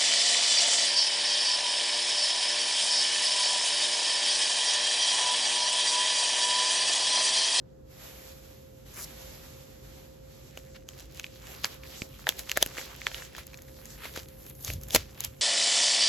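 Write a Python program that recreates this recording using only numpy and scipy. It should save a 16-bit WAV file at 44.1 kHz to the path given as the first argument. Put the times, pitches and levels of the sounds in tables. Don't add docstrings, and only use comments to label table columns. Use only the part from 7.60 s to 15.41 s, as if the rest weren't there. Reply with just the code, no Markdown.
import sys
import numpy as np
from scipy import signal
from scipy.fft import rfft, irfft
from scipy.io import wavfile
from scipy.ndimage import uniform_filter1d

SR = 44100
rng = np.random.default_rng(int(sys.argv[2]) if len(sys.argv) > 2 else 0)


def store_pcm(level_fs):
    pcm = np.round(np.clip(level_fs, -1, 1) * 32767).astype(np.int16)
    wavfile.write(sys.argv[1], SR, np.atleast_2d(pcm).T)


N = 344421
MID_SIDE = np.array([[1], [-1]])


# t/s, peak level/dB, panel f/Hz, crack level/dB re panel ring
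CREASE_SNAPS = [(2.9743, -27.5, 2950, 0), (3.2887, -22.5, 3080, -2), (3.597, -18.5, 2520, -4.5),
                (3.6429, -20, 2400, -32), (3.665, -32.5, 2450, -30), (3.87, -34.5, 2800, -13),
                (4.0415, -22, 2450, -15), (4.0448, -17.5, 1720, -28), (4.045, -7.5, 4600, -40),
                (4.0539, -21.5, 2320, -28), (4.235, -32, 2360, -23), (4.4194, -18.5, 2380, -34),
                (4.593, -40, 1180, -27), (4.6693, -11.5, 1710, -55), (4.678, -24, 820, -40),
                (4.6908, -1, 3450, 1), (4.793, -18.5, 4050, 5), (4.874, -38, 2090, -28),
                (4.8955, -16.5, 3050, -8), (4.9159, -9.5, 2780, -7), (4.9732, -4.5, 1770, 1.5),
                (5.0268, 3, 3260, 2), (5.062, -17, 2900, 7), (5.17, -27.5, 1670, -30),
                (5.1786, -23, 2300, -8), (5.183, -21.5, 2100, -25), (5.194, -28, 2220, -25),
                (5.213, -29, 1560, -23), (5.417, -24.5, 2240, -33), (5.4679, -6.5, 2330, -52),
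                (5.5161, -28.5, 1640, -23), (5.5451, -20, 2930, -23), (5.622, -28.5, 1670, -21),
                (5.75, -31, 1840, -25), (5.765, -32.5, 3150, -29), (5.782, -28, 1220, 1.5),
                (5.868, -29, 6900, 21), (5.933, -39, 2320, -20), (5.942, -37, 2420, -20),
                (5.974, -35.5, 6660, -12), (5.988, -40.5, 1970, -22), (6.0205, -33.5, 6700, 16),
                (6.084, -42.5, 1880, -18), (6.256, -27.5, 6800, 8), (6.445, -32, 4200, -15),
                (6.4547, -28, 2070, -20), (6.5617, -22.5, 1470, 0), (6.5746, -33, 1990, -25),
                (6.686, -34, 4230, 5), (6.865, -31, 5700, 17), (6.898, -32, 6910, 27),
                (6.952, -40, 6500, 21), (7.008, -35, 6500, 14), (7.026, -39, 6500, 12),
                (7.0478, -16.5, 6460, 2), (7.0767, -45, 5200, -21), (7.079, -25.5, 2410, -25),
                (7.102, -21, 2630, -24), (7.136, -22, 6700, 13), (7.213, -36, 6000, 12),
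                (7.235, -27.5, 6170, 15), (7.285, -29, 6500, 21), (7.3066, -21.5, 3500, -2),
                (7.3478, 0.5, 4560, 4), (7.361, -6.5, 2090, 10), (7.6057, -14, 3940, 8),
                (7.639, -20, 3440, 9), (7.6455, -20.5, 4840, 12), (7.648, -14, 7450, 8)]
CREEP_LEAD_S, CREEP_SHARE, CREEP_RISE_S = 0.003, 0.33, 0.00065
RING_T60_S, RING_DB_PER_DOUBLING = 0.0041, 48
UPPER_HZ, UPPER_DB, UPPER_DB_PER_CRACK_DB = 6530, -0.5, 0.65


def snaps():
    length = 2048
    out, t = np.zeros((2, N + length)), np.arange(length) / SR
    noises = rng.standard_normal((len(CREASE_SNAPS), 3, length))
    after_flip = np.maximum(t - CREEP_LEAD_S, 0)
    creep = CREEP_SHARE * np.exp((t - CREEP_LEAD_S) / CREEP_RISE_S)
    onset = np.where(t < CREEP_LEAD_S, creep, 1)
    for (t_s, peak_db, panel_hz, crack_db), noise in zip(CREASE_SNAPS, noises):
        t60_s = RING_T60_S * 2 ** (-peak_db / RING_DB_PER_DOUBLING)
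        fade = np.exp(-np.log(1000) * after_flip / t60_s) * onset
        scattered = noise[0] + 0.26 * noise[1] * MID_SIDE
        splinter = band(scattered * fade, panel_hz / 2.6, min(1.81 * panel_hz, 8000))
        crack = band(noise[2] * fade, 7500, 15500, order=3)
        x = ring(after_flip, panel_hz, t60_s) + 0.96 * splinter / np.abs(splinter).max()
        upper_db = UPPER_DB + UPPER_DB_PER_CRACK_DB * crack_db
        x = x + undb(upper_db) * ring(after_flip, UPPER_HZ, 0.61 * t60_s)
        x = band(x, panel_hz / 2.64, 16000, order=3)
        x = x + undb(crack_db) * crack / np.abs(crack).max()
        i = int((t_s - CREEP_LEAD_S) * SR)
        out[:, i:i + length] += undb(peak_db) * x / np.abs(x).max()
    return out[:, :N]


# peak t/s, 16 dB rise/s, 16 dB fall/s, level/dB, pitch f/Hz, treble level/dB re mid band
RIP_RUNS = [ (1.385, 0.052, 0.09, -43.5, 1460, -2), (1.446, 0.11, 0.0059, -46.5, 6740, 6.5),
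            (3.162, 0.018, 0.013, -44.5, 2550, -12), (4.793, 0.016, 0.037, -42, 3350, 3.5),
            (4.972, 0.016, 0.0085, -29, 2620, -18), (5.028, 0.028, 0.0067, -31.5, 3220, -5),
            (5.19, 0.074, 0.083, -46, 2160, 0), (5.544, 0.033, 0.16, -44.5, 3220, -1.5),
            (5.788, 0.015, 0.038, -42, 2730, -3.5), (6.451, 0.07, 0.054, -41, 1680, -4.5),
            (6.567, 0.026, 0.04, -41, 2800, -25), (7.08, 0.045, 0.073, -38.5, 4650, -28),
            (7.348, 0.032, 0.0058, -32.5, 5250, 2), (7.349, 0.0015, 0.011, -14.5, 3600, 1.5),
            (7.362, 0.0058, 0.0024, -13.5, 3400, -19), (7.368, 0.0024, 0.072, -37, 3450, -11), ]


def rip():
    cracks = pair(lambda: unit(grains(4000, 2.95)), 0.62)
    out = np.zeros((2, N))
    for peak_s, rise_s, fall_s, level_db, pitch_hz, treble_db in RIP_RUNS:
        start_s, end_s = peak_s - rise_s, peak_s + 2 * fall_s
        a, b = int(start_s * SR), int(end_s * SR)
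        swell_db = np.interp(np.arange(a, b) / SR, [start_s, peak_s, end_s], [-16, 0, -32])
        run = cracks[:, a:b]
        mids = unit(band(run, pitch_hz / 2.2, min(2.0 * pitch_hz, 8000)))
        treble = undb(treble_db) * unit(band(run, 4840, 12600))
        body = undb(0.31 * level_db) * unit(band(run.mean(axis=0), 333, 750))
        out[:, a:b] += undb(level_db + swell_db) * (mids + treble + body)
    return out


# t/s, peak level/dB, starting f/Hz
FOLD_THUMPS = [(2.974, -34.5, 513), (4.0451, -32.5, 445), (4.4199, -24.5, 225), (4.6698, -23, 855),
               (4.6909, -26, 430), (4.9737, -18, 636), (5.027, -16.5, 565), (5.063, -31, 275),
               (5.183, -30.5, 440), (6.4539, -33, 560), (6.575, -27.5, 410), (7.102, -32, 453),
               (7.3468, -15.5, 384), (7.3615, -18.5, 690)]
THUMP_FADE_S, THUMP_SAG_PER_S = 0.00069, 11.6


def thumps():
    length = 2048
    out, t = np.zeros(N + length), np.arange(length) / SR
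    sagging_t = (1 - np.exp(-THUMP_SAG_PER_S * t)) / THUMP_SAG_PER_S
    for t_s, peak_db, start_hz in FOLD_THUMPS:
        x = np.sin(2 * np.pi * start_hz * sagging_t) * t * np.exp(-t / THUMP_FADE_S)
        i = int(t_s * SR)
        out[i:i + length] += undb(peak_db) * x / np.abs(x).max()
    return out[:N]


SETTLE_DB, SETTLE_DB_PER_SNAP_DB, SETTLE_FADE_S = -39, 0.5, 0.016
STRAIN_DB, STRAIN_RISE_S = -3, 0.0083


def settling():
    def fade(x, tau_s):
        return signal.lfilter([1], [1, -np.exp(-1 / (tau_s * SR))], x)

    kicks = np.zeros(N)
    t_s, peak_db = np.transpose(CREASE_SNAPS)[:2]
    kicks[(t_s * SR).astype(int)] = undb(SETTLE_DB + SETTLE_DB_PER_SNAP_DB * peak_db)
    strain = fade(kicks[::-1], STRAIN_RISE_S)[::-1]
    return fade(kicks, SETTLE_FADE_S) + undb(STRAIN_DB) * strain


# t/s, level/dB
RUB_LEVEL = [(0, -73), (0.24, -72), (0.32, -57), (0.45, -48.5), (1.25, -63.5), (1.265, -55.5),
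             (1.65, -47.5), (2.17, -58.5), (2.38, -54.5), (2.61, -63.5), (2.74, -56.5), (3.1, -58.5),
             (3.26, -67), (3.3, -55), (3.36, -59.5), (3.4, -52.5), (3.48, -63.5), (3.57, -54), (3.71, -55),
             (3.76, -50), (3.81, -56.5), (3.92, -48), (3.95, -53.5), (4.12, -47), (4.2, -59.5), (4.27, -49),
             (4.62, -55), (4.8, -51.5), (5.32, -51.5), (5.64, -49), (5.71, -57.5), (5.83, -56), (6.08, -61),
             (6.59, -47), (6.67, -59.5), (7.25, -63), (7.62, -55.5), (7.81, -63)]
# f/Hz, relative density level/dB
RUB_COLOUR = [(350, -1), (600, -1.5), (926, -5), (2020, -6), (3360, -5.5), (5840, -6.5), (7260, -6.5),
              (8000, -4), (10400, -89)]
# t/s, level/dB
TREBLE_LEVEL = [(0, -11), (0.4, -4), (3.3, -7), (3.7, -7.5), (5.0, -5.5), (5.8, -14), (6.1, 0.5),
                (6.6, -3.5), (7.0, 8.5), (7.5, -4.5), (7.81, -1.5)]
# f/Hz, relative density level/dB
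AIR_COLOUR = [(7000, -11), (7700, -6.5), (12000, 7.5), (14300, 5), (15000, -44)]
PANELS_HZ = (750, 1170, 1830, 2860, 4470, 6900)
GRIP_S, TICKS_DB = 2.9, -4


def rustle():
    grip = np.arange(N) > GRIP_S * SR
    hiss = pair(lambda: unit(shape(rng.standard_normal(N), RUB_COLOUR)), 0.16)
    hiss = hiss * undb([[-1.5], [1.0]])
    log_f, spec = np.log(np.fft.rfftfreq(N, 1 / SR) + 1), rfft(hiss)
    patches, ticks = 0, 0
    for one_panel in np.eye(len(PANELS_HZ)):
        share = np.interp(log_f, np.log(PANELS_HZ), one_panel)
        patches = patches + irfft(spec * share, N) * undb((0.9 + 1.95 * grip) * walk(22))
    for hz in PANELS_HZ[1:]:
        ticks = ticks + unit(band(grains(70, 3.3), hz / 1.47, hz * 2.5)) * undb(2.6 * walk(9.6))
    air = unit(shape(rng.standard_normal(N), AIR_COLOUR))
    mids = unit(patches) + grip * undb(TICKS_DB) * unit(ticks)
    level = np.hypot(undb(curve(RUB_LEVEL)), settling())
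    flicker = undb((0.86 + 0.94 * grip) * walk(30))
    return level * flicker * (mids + undb(curve(TREBLE_LEVEL)) * air)


# t/s, level/dB, hold/s
HAND_JOLTS = [(7.09, -38, 0.075), (7.354, -36, 0.0055), (7.66, -46.5, 0.026)]
JOLT_RISE_DB_PER_S, JOLT_FALL_DB_PER_S = 600, 138


def jolt():
    t = np.arange(N) / SR
    swell = 0
    for t_s, level_db, hold_s in HAND_JOLTS:
        rise_db = JOLT_RISE_DB_PER_S * np.maximum(t_s - t, 0)
        fall_db = JOLT_FALL_DB_PER_S * np.maximum(t - t_s - hold_s, 0)
        swell = swell + undb(level_db - rise_db - fall_db)
    return swell * unit(band(rng.standard_normal(N), 47, 114))


# f/Hz, relative density level/dB
ROOM_COLOUR = [(25, -68), (49, 4.5), (107, -7), (134, 0), (167, -9), (388, -11.5), (519, -16), (659, -22),
               (1160, -33), (1500, -33.5), (1950, -40), (3300, -120)]
# f/Hz, correlation
ROOM_LIKENESS = [(60, 0.89), (150, 0.84), (300, 0.44), (650, -0.51), (1500, 0.29)]
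ROOM_DB = -50.5
TONE_HZ, TONE_PEAK_DB = 528, -54.5
TONE_LEFT_RE_RIGHT_DB, TONE_RIGHT_PHASE_RAD = -7, 2.09


def room():
    log_f = np.log(np.maximum(np.fft.rfftfreq(N, 1 / SR), 1))
    hz, correlation = np.transpose(ROOM_LIKENESS)
    like = np.clip(np.interp(log_f, np.log(hz), correlation), -1, 1)
    mid, side = (rfft(shape(rng.standard_normal(N), ROOM_COLOUR)) for _ in range(2))
    rumble = irfft(np.sqrt(1 + like) * mid + np.sqrt(1 - like) * side * MID_SIDE, N)
    phase = 2 * np.pi * np.cumsum(TONE_HZ + 1.465 * walk(3)) / SR
    tone = np.sin(phase + np.array([[0], [TONE_RIGHT_PHASE_RAD]]))
    tone = tone * undb(TONE_LEFT_RE_RIGHT_DB / 2 * MID_SIDE)
    rumble = undb(ROOM_DB + 0.5 * walk(1.78)) * unit(rumble)
    return rumble + undb(TONE_PEAK_DB + 2.14 * walk(13)) * tone


def undb(db):
    return 10 ** (np.asarray(db) / 20)


def unit(x):
    return x / np.sqrt(np.mean(x ** 2))


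def band(x, lo_hz, hi_hz, order=2):
    sos = signal.butter(order, [lo_hz, min(hi_hz, .45 * SR)], "band", fs=SR, output="sos")
    return signal.sosfilt(sos, x)


def shape(x, table):
    hz, db = np.transpose(table)
    f = np.maximum(np.fft.rfftfreq(x.shape[-1], 1 / SR), 1)
    gain = undb(np.interp(np.log(f), np.log(hz), db, left=-90, right=-90))
    return irfft(rfft(x) * gain, x.shape[-1])


def curve(table):
    return np.interp(np.arange(N) / SR, *np.transpose(table))


def walk(rate_hz):
    k = int(SR / rate_hz)
    steps = np.repeat(rng.standard_normal(N // k + 1), k)
    return unit(uniform_filter1d(uniform_filter1d(steps, k), k)[:N])


def grains(per_s, scatter_db):
    size = np.minimum(rng.exponential(size=N), 4)
    hits = rng.random(N) < per_s / SR
    return hits * rng.choice([-1, 1], N) * undb(scatter_db * size)


def ring(t, hz, t60_s):
    x = np.sin(2 * np.pi * hz * t) * np.exp(-np.log(1000) * t / t60_s) * (1 - np.exp(-3 * hz * t))
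    return x / np.abs(x).max()


def pair(make, likeness):
    mid = np.sqrt((1 + likeness) / 2) * make()
    return mid + np.sqrt((1 - likeness) / 2) * make() * MID_SIDE


TAIL_DB, TAIL_T60_S = -24, 0.05


def scene():
    foil = snaps() + thumps() + rip()
    t = np.arange(8192) / SR
    tail = rng.standard_normal((2, 8192)) * np.exp(-np.log(1000) * t / TAIL_T60_S) * (t > .002)
    tail = band(tail, 200, 1900, order=1)
    tail = undb(TAIL_DB) * tail / np.sqrt((tail ** 2).sum(axis=1, keepdims=True))
    echo = signal.fftconvolve(foil, tail, axes=1)[:, :N]
    return foil + echo + rustle() + jolt() + room()


SPLIT_HZ, SPLIT_WIDTH_HZ, RIGHT_LAG_S, TOP_HZ = 7600, 250, 1 / 6000, 16900


def record(dry):
    f = np.fft.rfftfreq(N, 1 / SR)
    spec = rfft(dry)
    high = 1 / (1 + np.exp(-(f - SPLIT_HZ) / SPLIT_WIDTH_HZ))
    late = np.array([np.ones(len(f)), np.exp(-2j * np.pi * f * RIGHT_LAG_S)])
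    both = irfft((1 - high) * spec + high * spec[0] * late, N)
    both = np.tanh(1.15 * both) / 1.15
    top_cut = signal.ellip(14, .2, 110, TOP_HZ, fs=SR, output="sos")
    return signal.sosfilt(top_cut, both)


dry = scene()
out = record(dry)
store_pcm(out)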